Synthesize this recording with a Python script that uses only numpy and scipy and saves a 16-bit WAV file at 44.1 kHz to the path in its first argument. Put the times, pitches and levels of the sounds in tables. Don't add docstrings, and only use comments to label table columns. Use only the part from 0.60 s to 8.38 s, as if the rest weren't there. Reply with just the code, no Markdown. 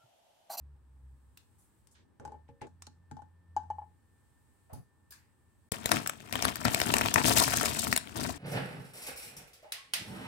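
import sys
import numpy as np
from scipy import signal
from scipy.fft import rfft, irfft
from scipy.io import wavfile
from scipy.ndimage import uniform_filter1d

SR = 44100
rng = np.random.default_rng(int(sys.argv[2]) if len(sys.argv) > 2 else 0)


def generate_wav(signal):
    frames = np.transpose(np.atleast_2d(signal))
    scaled = np.clip(frames, -1, 1) * 32767
    pcm = np.round(scaled).astype(np.int16)
    wavfile.write(sys.argv[1], SR, pcm)


N = 343098
TIME = np.arange(N) / SR
AGE = TIME[:SR // 2]

EGGS_END_S, BAG_START_S = 5.089, 5.117

# start in seconds, peak level in dB, thump level in dB, treble boost or cut in dB.
LOUD_CLICKS = [(5.119, -11.5, -18, 16.5), (5.257, -6.5, -23, 8), (5.316, -0.5, -29, 2),
               (5.461, -17.5, -63, -29), (5.473, -10, -69, 13), (5.495, -11, -43, 0),
               (5.725, -10.5, -27, 4), (5.754, -10.5, -25, -5.5), (5.823, -7.5, -28, 0),
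               (5.851, -5, -21, 1), (5.956, -16, -50, 4), (6.051, -7, -16, -5.5), (6.145, -2.5, -19.5, 4),
               (6.2, -10.5, -44, -1), (6.215, -6, -23, -10), (6.338, -2.5, -43, 1), (6.366, -6.5, -57, 2.5),
               (6.382, -8, -46, 16), (6.41, -8, -40, 0), (6.458, -8.5, -42, 1), (6.54, -2, -36, 12),
               (6.558, -2.5, -12, -32), (6.837, -10, -27, 20), (6.97, -6, -24, 24), (7.03, -11, -32, 14),
               (7.056, -11.5, -33, 10), (7.326, -2.5, -20.5, 1), (7.362, -7, -34, 8.5),
               (7.375, -5.5, -31, 12.5)]


def from_db(db):
    return 10 ** (np.asarray(db) / 20)


def rms_one(x):
    return x / np.sqrt(np.mean(x ** 2) + 1e-20)


def peak_one(x):
    return x / np.abs(x).max()


def in_time(rows):
    s, db = np.transpose(rows)
    return np.interp(TIME, s, db)


def dying(t60):
    return np.exp(-np.log(1000) * AGE / max(t60, 1e-4))


def swell(s, length, attack_s, release_s):
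    rise = np.clip((TIME - s) / max(attack_s, 1e-4), 0, 1)
    fall = np.clip((TIME - s - length) / max(release_s, 1e-4), 0, 2)
    return rise * np.exp(-np.log(1000) * fall)


def drift(rate):
    return rms_one(np.interp(TIME * rate, np.arange(4096), rng.standard_normal(4096)))


def through(x, response):
    full = signal.fftconvolve(np.atleast_2d(x), np.atleast_2d(response), axes=-1)
    return full[:, :x.shape[-1]]


def colour(x, points, size=4096):
    hz, db = np.transpose(points)
    grid = np.maximum(np.arange(size // 2 + 1) * SR / size, 1)
    gain = from_db(np.interp(np.log(grid), np.log(hz), db))
    cepstrum = irfft(np.log(gain))
    cepstrum[1:size // 2] *= 2
    cepstrum[size // 2 + 1:] = 0
    return through(x, irfft(np.exp(rfft(cepstrum)))).reshape(x.shape)


def resonate(x, hz, width_hz):
    r = np.exp(-np.pi * width_hz / SR)
    top = np.array([1, 0, -1]) * (1 - r * r) / 2
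    bottom = [1, -2 * r * np.cos(2 * np.pi * hz / SR), r * r]
    return signal.lfilter(top, bottom, x + 1e-18)


def struck(modes):
    return sum(from_db(db + 2 * rng.normal()) * np.sin(2 * np.pi * hz * AGE) * dying(t60)
               for hz, db, t60 in modes)


def crack(t60, grit):
    return (AGE == 0) + grit * rng.standard_normal(len(AGE)) * dying(t60)


def sides(pan_db):
    return from_db(np.array([[pan_db], [-pan_db]]) / 2)


def add(out, s, sound):
    i = round(s * SR)
    out[..., i:i + sound.shape[-1]] += sound[..., :N - i]


def later(x, s):
    return np.pad(x, (max(round(s * SR), 0), 0))[:len(x)]


def kitchen(x, early_db, early_t60):
    near, far = rng.standard_normal((2, 2, len(AGE)))
    tail = colour(far, [(100, 7), (500, 3.5), (6000, 6.0), (16000, -6.0)]) * dying(t60=0.27)
    early = from_db(early_db) * near * dying(early_t60)
    response = (tail + early) * (AGE > .002)
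    return through(x, rms_one(response) / np.sqrt(len(AGE)))


def hob():
    # time in seconds, level in dB before a 7 dB lift.
    hiss_level = [(0.0, -94.5), (0.93, -83.5), (1.19, -83), (1.41, -93.5), (3.07, -92), (3.61, -84),
                  (4.05, -83), (4.21, -89.5), (5.05, -84.5)]
    # frequency in Hz, relative level in dB.
    hiss_tone = [(2000, -12.5), (6000, -18.5), (7000, -13.5), (8200, -4), (9500, -12), (11000, -14.5),
                 (16000, -16.5)]
    # frequency in Hz, relative level in dB.
    air_tone = [(18, -67), (30, -19.5), (87, 3.5), (162, -11), (241, -10.5), (747, -27), (816, -17.5),
                (1480, -28.5), (1730, -25.5), (1980, -34), (6000, -44.5), (7800, -60), (13200, -120)]
    rise = np.clip((TIME - 1.23) / 0.53, .2, 1)
    whine_turn = 2 * np.pi * np.cumsum(1790 + 3 * drift(40)) / SR
    whine = rise * from_db(-81.5 + 2.6 * drift(13)) * np.sin(whine_turn)
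    hiss = from_db(in_time(hiss_level) + 7) * rms_one(colour(rng.standard_normal((2, N)), hiss_tone))
    air_noise = rng.standard_normal((2, N)) + 0.77 * rng.standard_normal(N)
    air = from_db(-67) * rms_one(colour(air_noise, air_tone))
    return whine + hiss + air


def hum():
    # start in seconds, length in seconds, frequency in Hz, level in dB.
    hum_rows = [(0.0, .15, 70.6, -48), (0.146, 0.54, 66, -54), (0.413, 0.13, 66, -49),
                (1.627, 0.29, 76.5, -56.5), (2.047, 1.27, 86.6, -58), (2.868, 0.36, 85.4, -50)]
    swells = np.array([from_db(db) * swell(s, length, attack_s=0.026, release_s=.3)
                       for s, length, hz, db in hum_rows])
    hz = np.array(hum_rows)[swells.argmax(axis=0), 2]
    turn = 2 * np.pi * np.cumsum(hz) / SR
    level = swells.max(axis=0) * from_db(2 * drift(8))
    octave = from_db(-16.5 + 3 * drift(28.0)) * np.sin(2 * turn)
    return level * (np.sin(turn) + octave)


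def swishes_and_bump():
    # start in seconds, length in seconds, centre in Hz, level in dB before the swell shapes it.
    noise_bands = [(0.982, 0.14, 9100, -70), (1.31, 0.052, 7700, -67), (1.343, 0.12, 3270, -71.5),
                   (1.351, 0.096, 1670, -72), (1.38, 0.29, 222, -69.5), (1.60, 0.23, 400, -54.5),
                   (1.88, 0.047, 2080, -73), (2.011, 0.059, 1860, -55.5), (2.014, 0.082, 380, -47),
                   (4.095, 0.15, 595, -57), (4.122, 0.13, 102, -44.5), (4.519, 0.25, 1750, -72.5)]
    out = np.zeros((2, N))
    for s, length, hz, db in noise_bands:
        noise = rng.standard_normal((2, len(AGE)))
        band = resonate(resonate(noise, hz, 0.47 * hz), hz, 1.64 * hz)
        surge = np.sin(np.pi * np.clip(AGE / length, 0, 1) ** 0.35)
        add(out, s, from_db(db) * rms_one(band) * surge)
    return out


def handle():
    # frequency in Hz, typical level in dB, time to fall 60 dB in seconds.
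    handle_modes = [(470, -59, .42), (549, -61, .42)]
    out = np.zeros(N)
    add(out, 1.890, struck(handle_modes))
    return out


def spoon():
    # start in seconds, peak level in dB before panning, centre in Hz,
    # top-octave level in dB, left-right difference in dB, room share in dB before a 10 dB lift.
    ticks = [(0.774, -39.5, 2570, -6, 6.5, -17), (0.773, -42, 3520, 11, -3, -12.5),
             (1.272, -46, 8730, -3.5, 9, -16), (1.352, -59.5, 1610, -20, -4, -4),
             (2.2216, -36, 7400, -9, -1.5, -34), (2.222, -38.5, 1070, -16, -1, -16),
             (2.268, -38, 4120, -16, 0, -26), (4.132, -39.5, 10300, 12, 1, -2.5),
             (4.507, -36, 4830, 10, 0, -4), (4.52, -42.5, 1700, 4, -1, 3)]
    # frequency in Hz, relative level in dB.
    tick_tone = [(600, -10), (1150, 0), (2000, -5), (3000, -2.5), (8000, 2), (13000, -2), (16000, -3.5)]
    direct, sent = np.zeros((2, 2, N))
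    for s, db, hz, top_db, pan_db, room_db in ticks:
        click = colour(np.array([crack(t60=0.024, grit=0.3) for side in range(2)]), tick_tone)
        click = colour(click, [(8000, 0.014), (13000, top_db)])
        click = click + 3.8 * resonate(click, hz, width_hz=150)
        tick = from_db(db) * peak_one(click) * sides(pan_db)
        add(direct, s, tick)
        add(sent, s, tick * from_db(room_db + 10.0))
    return direct + kitchen(sent, early_db=12, early_t60=0.027)


def bounces(s, gap):
    if gap <= .012:
        return [s]
    return [s] + bounces(s + gap, gap * .42)


def eggs():
    # start in seconds, time to first bounce in seconds,
    # ring level in dB before panning, ring change per bounce in dB, first thud level in dB,
    # first shell click level in dB, left-right difference of the ring in dB.
    knocks = [(1.598, 0.0021, -58, 0, -47.5, -39.5, -12), (1.651, .025, -41, -3, -46, -37.5, 11),
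              (1.72, .022, -44, -2.5, -53, -52, 7), (1.889, 0, -55.5, 0, -49, -58, 11),
              (2.016, 0.053, -41, -15, -44.5, -37.5, 7), (2.272, 0, -56, 0, -54.5, -43, 11),
              (2.513, 0.055, -47.5, 1, -40, -36, 13), (2.62, 0, -47.5, 0, -57, -48.5, 3),
              (2.965, 0, -23.5, 0, -54, -33.5, 6.5), (3.033, 0, -51, 0, -59, -53, -6),
              (3.102, 0.082, -28.5, -7, -56, -42.5, 6), (4.134, 0, -57.5, 0, -48, -54, -21)]
    # frequency in Hz, relative level in dB, time to fall 60 dB in seconds.
    pan_modes = [(640, -18.5, 0.078), (790, -6, 0.051), (847.5, 13, 0.051), (921, -12, .08),
                 (985, -17, 0.12), (1240, -23.5, 0.049), (1480, -30.5, 0.084), (1736, -21, 0.051),
                 (2270, -30.5, 0.07), (3015, -32, 0.082), (3910, -41.5, 0.059), (5200, -44, 0.052),
                 (6100, -41.5, 0.022)]
    # frequency in Hz, relative level in dB,
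    # time to fall 60 dB in seconds.
    thud_modes = [(111.8, -2.5, 0.096), (137, -8.5, 0.17), (234, -1, 0.1), (273.5, -6.5, 0.13),
                  (380, -27.5, 0.12), (444, -14, 0.074)]
    # frequency in Hz, relative level in dB.
    shell_tone = [(600, 8), (1200, 2), (1550, 8), (1900, -10), (3000, -11), (4500, -9), (8000, -8),
                  (11000, -19), (16000, -36)]
    out = np.zeros((2, N))
    for start, gap, ring_db, change_db, thud_db, click_db, pan_db in knocks:
        for k, s in enumerate(bounces(start, gap)):
            note = peak_one(struck(pan_modes) * (1 - np.exp(-AGE / 0.0019)))
            thud = peak_one(struck(thud_modes) * (1 - np.exp(-AGE / 0.0089)))
            splinters = np.array([crack(t60=0.013, grit=1.0) for side in range(2)])
            click = peak_one(colour(splinters, shell_tone))
            add(out, s, from_db(ring_db + k * change_db) * note * sides(pan_db))
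            weaker = from_db(-k * 11.5)
            add(out, s, weaker * (from_db(thud_db) * thud + from_db(click_db) * click))
    return out + from_db(-3) * kitchen(out, early_db=18.0, early_t60=0.046)


def from_the_left(x):
    direct_s = .00046 + .00007 * rng.normal()
    bounce_s = .0013 + .00016 * rng.normal()
    return np.array([x, 0.54 * later(x, direct_s) + 0.73 * later(x, bounce_s)])


def grains(per_s, spread_db, clump_db, low_hz, high_hz, cycles, count=18):
    chance = per_s * from_db(clump_db * drift(130)) / SR
    born = np.flatnonzero(rng.random(N) < chance)
    sizes = from_db(spread_db * np.minimum(rng.exponential(1, N), 4)) * rng.choice([-1, 1], N)
    clicks = np.zeros((count, N))
    clicks[rng.integers(0, count, N)[born], born] = sizes[born]
    pitches = np.geomspace(low_hz, min(high_hz, .45 * SR), count)
    out = sum(from_the_left(resonate(row, hz, hz / cycles)) for row, hz in zip(clicks, pitches))
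    slow_power = uniform_filter1d(out[0] ** 2, SR // 20)
    return out / np.maximum(slow_power, 1e-12) ** .4


def effort():
    # time in seconds, effort in dB (only its swing about the mean counts).
    effort_curve = [(5.18, -51), (5.29, -43), (5.37, -41), (5.52, -57.5), (5.76, -50), (5.92, -51),
                    (6.13, -34.5), (6.27, -37), (6.73, -39), (6.87, -31.5), (7.24, -37.5), (7.37, -57),
                    (7.63, -48), (7.78, -49)]
    db = in_time(effort_curve)
    return db - db[TIME > BAG_START_S].mean()


def stirring():
    # start in seconds, length in seconds,
    # rumble level in dB, pasta rattle level in dB, film crackle level in dB.
    shoves = [(5.112, 0.033, -40.5, -41.5, -45.5), (5.305, 0.065, -29.5, -32.5, -40),
              (5.72, 0.09, -39, -38, -47), (5.829, 0.056, -32, -31.5, -39),
              (6.041, 0.024, -26, -31.5, -44.5), (6.255, 0.097, -29.5, -35.5, -39.5),
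              (6.37, 0.1, -34.5, -34, -61), (6.551, 0.044, -27.5, -27, -35.5),
              (6.635, 0.079, -23.5, -29, -24.5), (6.752, 0.061, -29, -25, -21.5),
              (6.904, 0.18, -37, -33.5, -36.5), (7.161, 0.072, -43, -62, -32.5),
              (7.257, 0.075, -35, -52, -37.5), (7.45, 0.14, -47.5, -66, -60),
              (7.553, 0.14, -34.5, -39.5, -39.5)]
    work_db = effort()
    power = from_db([-42.5 + 0.64 * work_db,
                     -45.5 + 0.82 * work_db,
                     -47 + 1.2 * work_db]) ** 2
    for s, length, *levels_db in shoves:
        shape = swell(s, length, attack_s=0.0087, release_s=0.19)
        power += np.outer(from_db(levels_db), shape) ** 2
    return np.sqrt(power)


def strain(spread_s):
    out = np.zeros(N)
    for s, db, *rest in LOUD_CLICKS:
        add(out, s - .05, from_db(db) * np.exp(-np.abs(AGE - .052) / spread_s))
    return out


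def digging():
    # frequency in Hz, relative level in dB.
    bulk_tone = [(25, -20), (55, -6.5), (95, -3), (150, -3.5), (195, -6), (235, -3), (280, -7), (400, -15),
                 (700, -20.5), (1500, -21)]
    # frequency in Hz, relative level in dB.
    rattle_tone = [(150, -21.5), (420, -0.5), (700, 2), (1100, -1), (2000, -5.5), (3200, -7.5),
                   (4500, -14.5), (8000, -25)]
    # frequency in Hz, relative level in dB.
    crackle_tone = [(1500, -21), (3500, -2), (5000, 0.5), (6600, -1.5), (7700, 1), (9200, 0.5),
                    (10000, -4.5), (13000, -5), (16000, -7.5)]
    bulk_gain, rattle_gain, crackle_gain = stirring()
    crinkle = strain(spread_s=0.0019)
    bulk = grains(per_s=990, spread_db=0.5, clump_db=2.5, low_hz=66, high_hz=800, cycles=0.97)
    rubbing = grains(per_s=750, spread_db=4.2, clump_db=5.5, low_hz=430, high_hz=5500, cycles=2.4)
    clacks = grains(per_s=90, spread_db=4, clump_db=3, low_hz=900, high_hz=3400, cycles=6, count=12)
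    rattle = rms_one(rubbing) + from_db(-3) * rms_one(clacks)
    crackle = grains(per_s=2200, spread_db=4.6, clump_db=6, low_hz=3000, high_hz=16000, cycles=3.2)
    rattle_gain = rattle_gain + from_db(-26.0) * crinkle
    crackle_gain = crackle_gain + from_db(-23.0) * crinkle
    return (bulk_gain * rms_one(colour(bulk, bulk_tone))
            + rattle_gain * rms_one(colour(rattle, rattle_tone))
            + crackle_gain * rms_one(colour(crackle, crackle_tone)))


def small_snaps():
    per_s = 14
    slots = np.arange(BAG_START_S, TIME[-1] - 2 / per_s, 1 / per_s)
    s = slots + rng.random(len(slots)) / per_s
    size, brightness = rng.standard_normal((len(s), 2)).T
    db = -23 + 0.66 * np.interp(s, TIME, effort()) + 4 * size
    thump_db = db - 15
    treble_db = -8 + 1.5 * brightness
    return list(zip(s, db, thump_db, treble_db))


def snaps():
    # frequency in Hz, relative level in dB.
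    snap_tone = [(25, -23), (100, -4), (400, 12), (1000, 10), (2000, 3), (3500, 1.5), (8000, -0.5),
                 (12000, -3.5), (16000, -7)]
    # frequency in Hz, relative level in dB, time to fall 60 dB in seconds.
    bag_modes = [(108, -43, 0.19), (143, -2.5, 0.043), (227, 3, 0.027), (310, -16, 0.016), (483, 2, 0.021)]
    out = np.zeros((2, N))
    for s, db, thump_db, treble_db in list(LOUD_CLICKS) + small_snaps():
        click = colour(crack(t60=0.0063, grit=0.39), snap_tone)
        click = click - 0.89 * later(click, rng.uniform(.0001, 0.00032))
        click = click + resonate(click, rng.uniform(1100, 3200), width_hz=260)
        click = colour(click, [(2000, 0), (7000, treble_db)])
        add(out, s + 0.00124, from_the_left(from_db(db) * peak_one(click)))
        add(out, s + .0016, from_the_left(from_db(thump_db) * peak_one(struck(bag_modes))))
    return out


def bag():
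    # frequency in Hz, relative level in dB, time to fall 60 dB in seconds.
    pot_modes = [(708, 20.5, 0.023), (1590, -32, .13), (1710, -18, .1), (2680, -10, 0.092), (3772, 14, 0.1),
                 (7575, -8, 0.14), (8160, 7, 0.17), (7957, -3, 0.12), (9100, -7, 0.12), (10200, 2, 0.18)]
    # frequency in Hz, level in dB.
    shade = [(60, -16), (110, -6), (230, -14), (400, -16), (650, -2), (1100, -12), (2800, -4.5), (5500, -8),
             (7500, -4), (9200, -7.5), (16000, -8)]
    low_cut = signal.butter(2, 55, "high", fs=SR, output="sos")
    left, right = signal.sosfilt(low_cut, digging() + snaps())
    pot = through(left, np.array([struck(pot_modes) for side in range(2)]))
    room = kitchen(left, early_db=22, early_t60=0.019)
    close = np.array([left, colour(right, shade)])
    return close + from_db(-71.0) * pot + from_db(-13.0) * room * sides(4.8)


def scene():
    saucepan = eggs() + swishes_and_bump() + spoon() + handle() + hum() + hob()
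    return saucepan * (TIME < EGGS_END_S) + bag() * (TIME > BAG_START_S)


def record(dry):
    top_cut = signal.ellip(10, .2, 80, 15900, fs=SR, output="sos")
    return signal.sosfilt(top_cut, np.clip(dry, -1, 1))


dry = scene()
out = record(dry)
generate_wav(out)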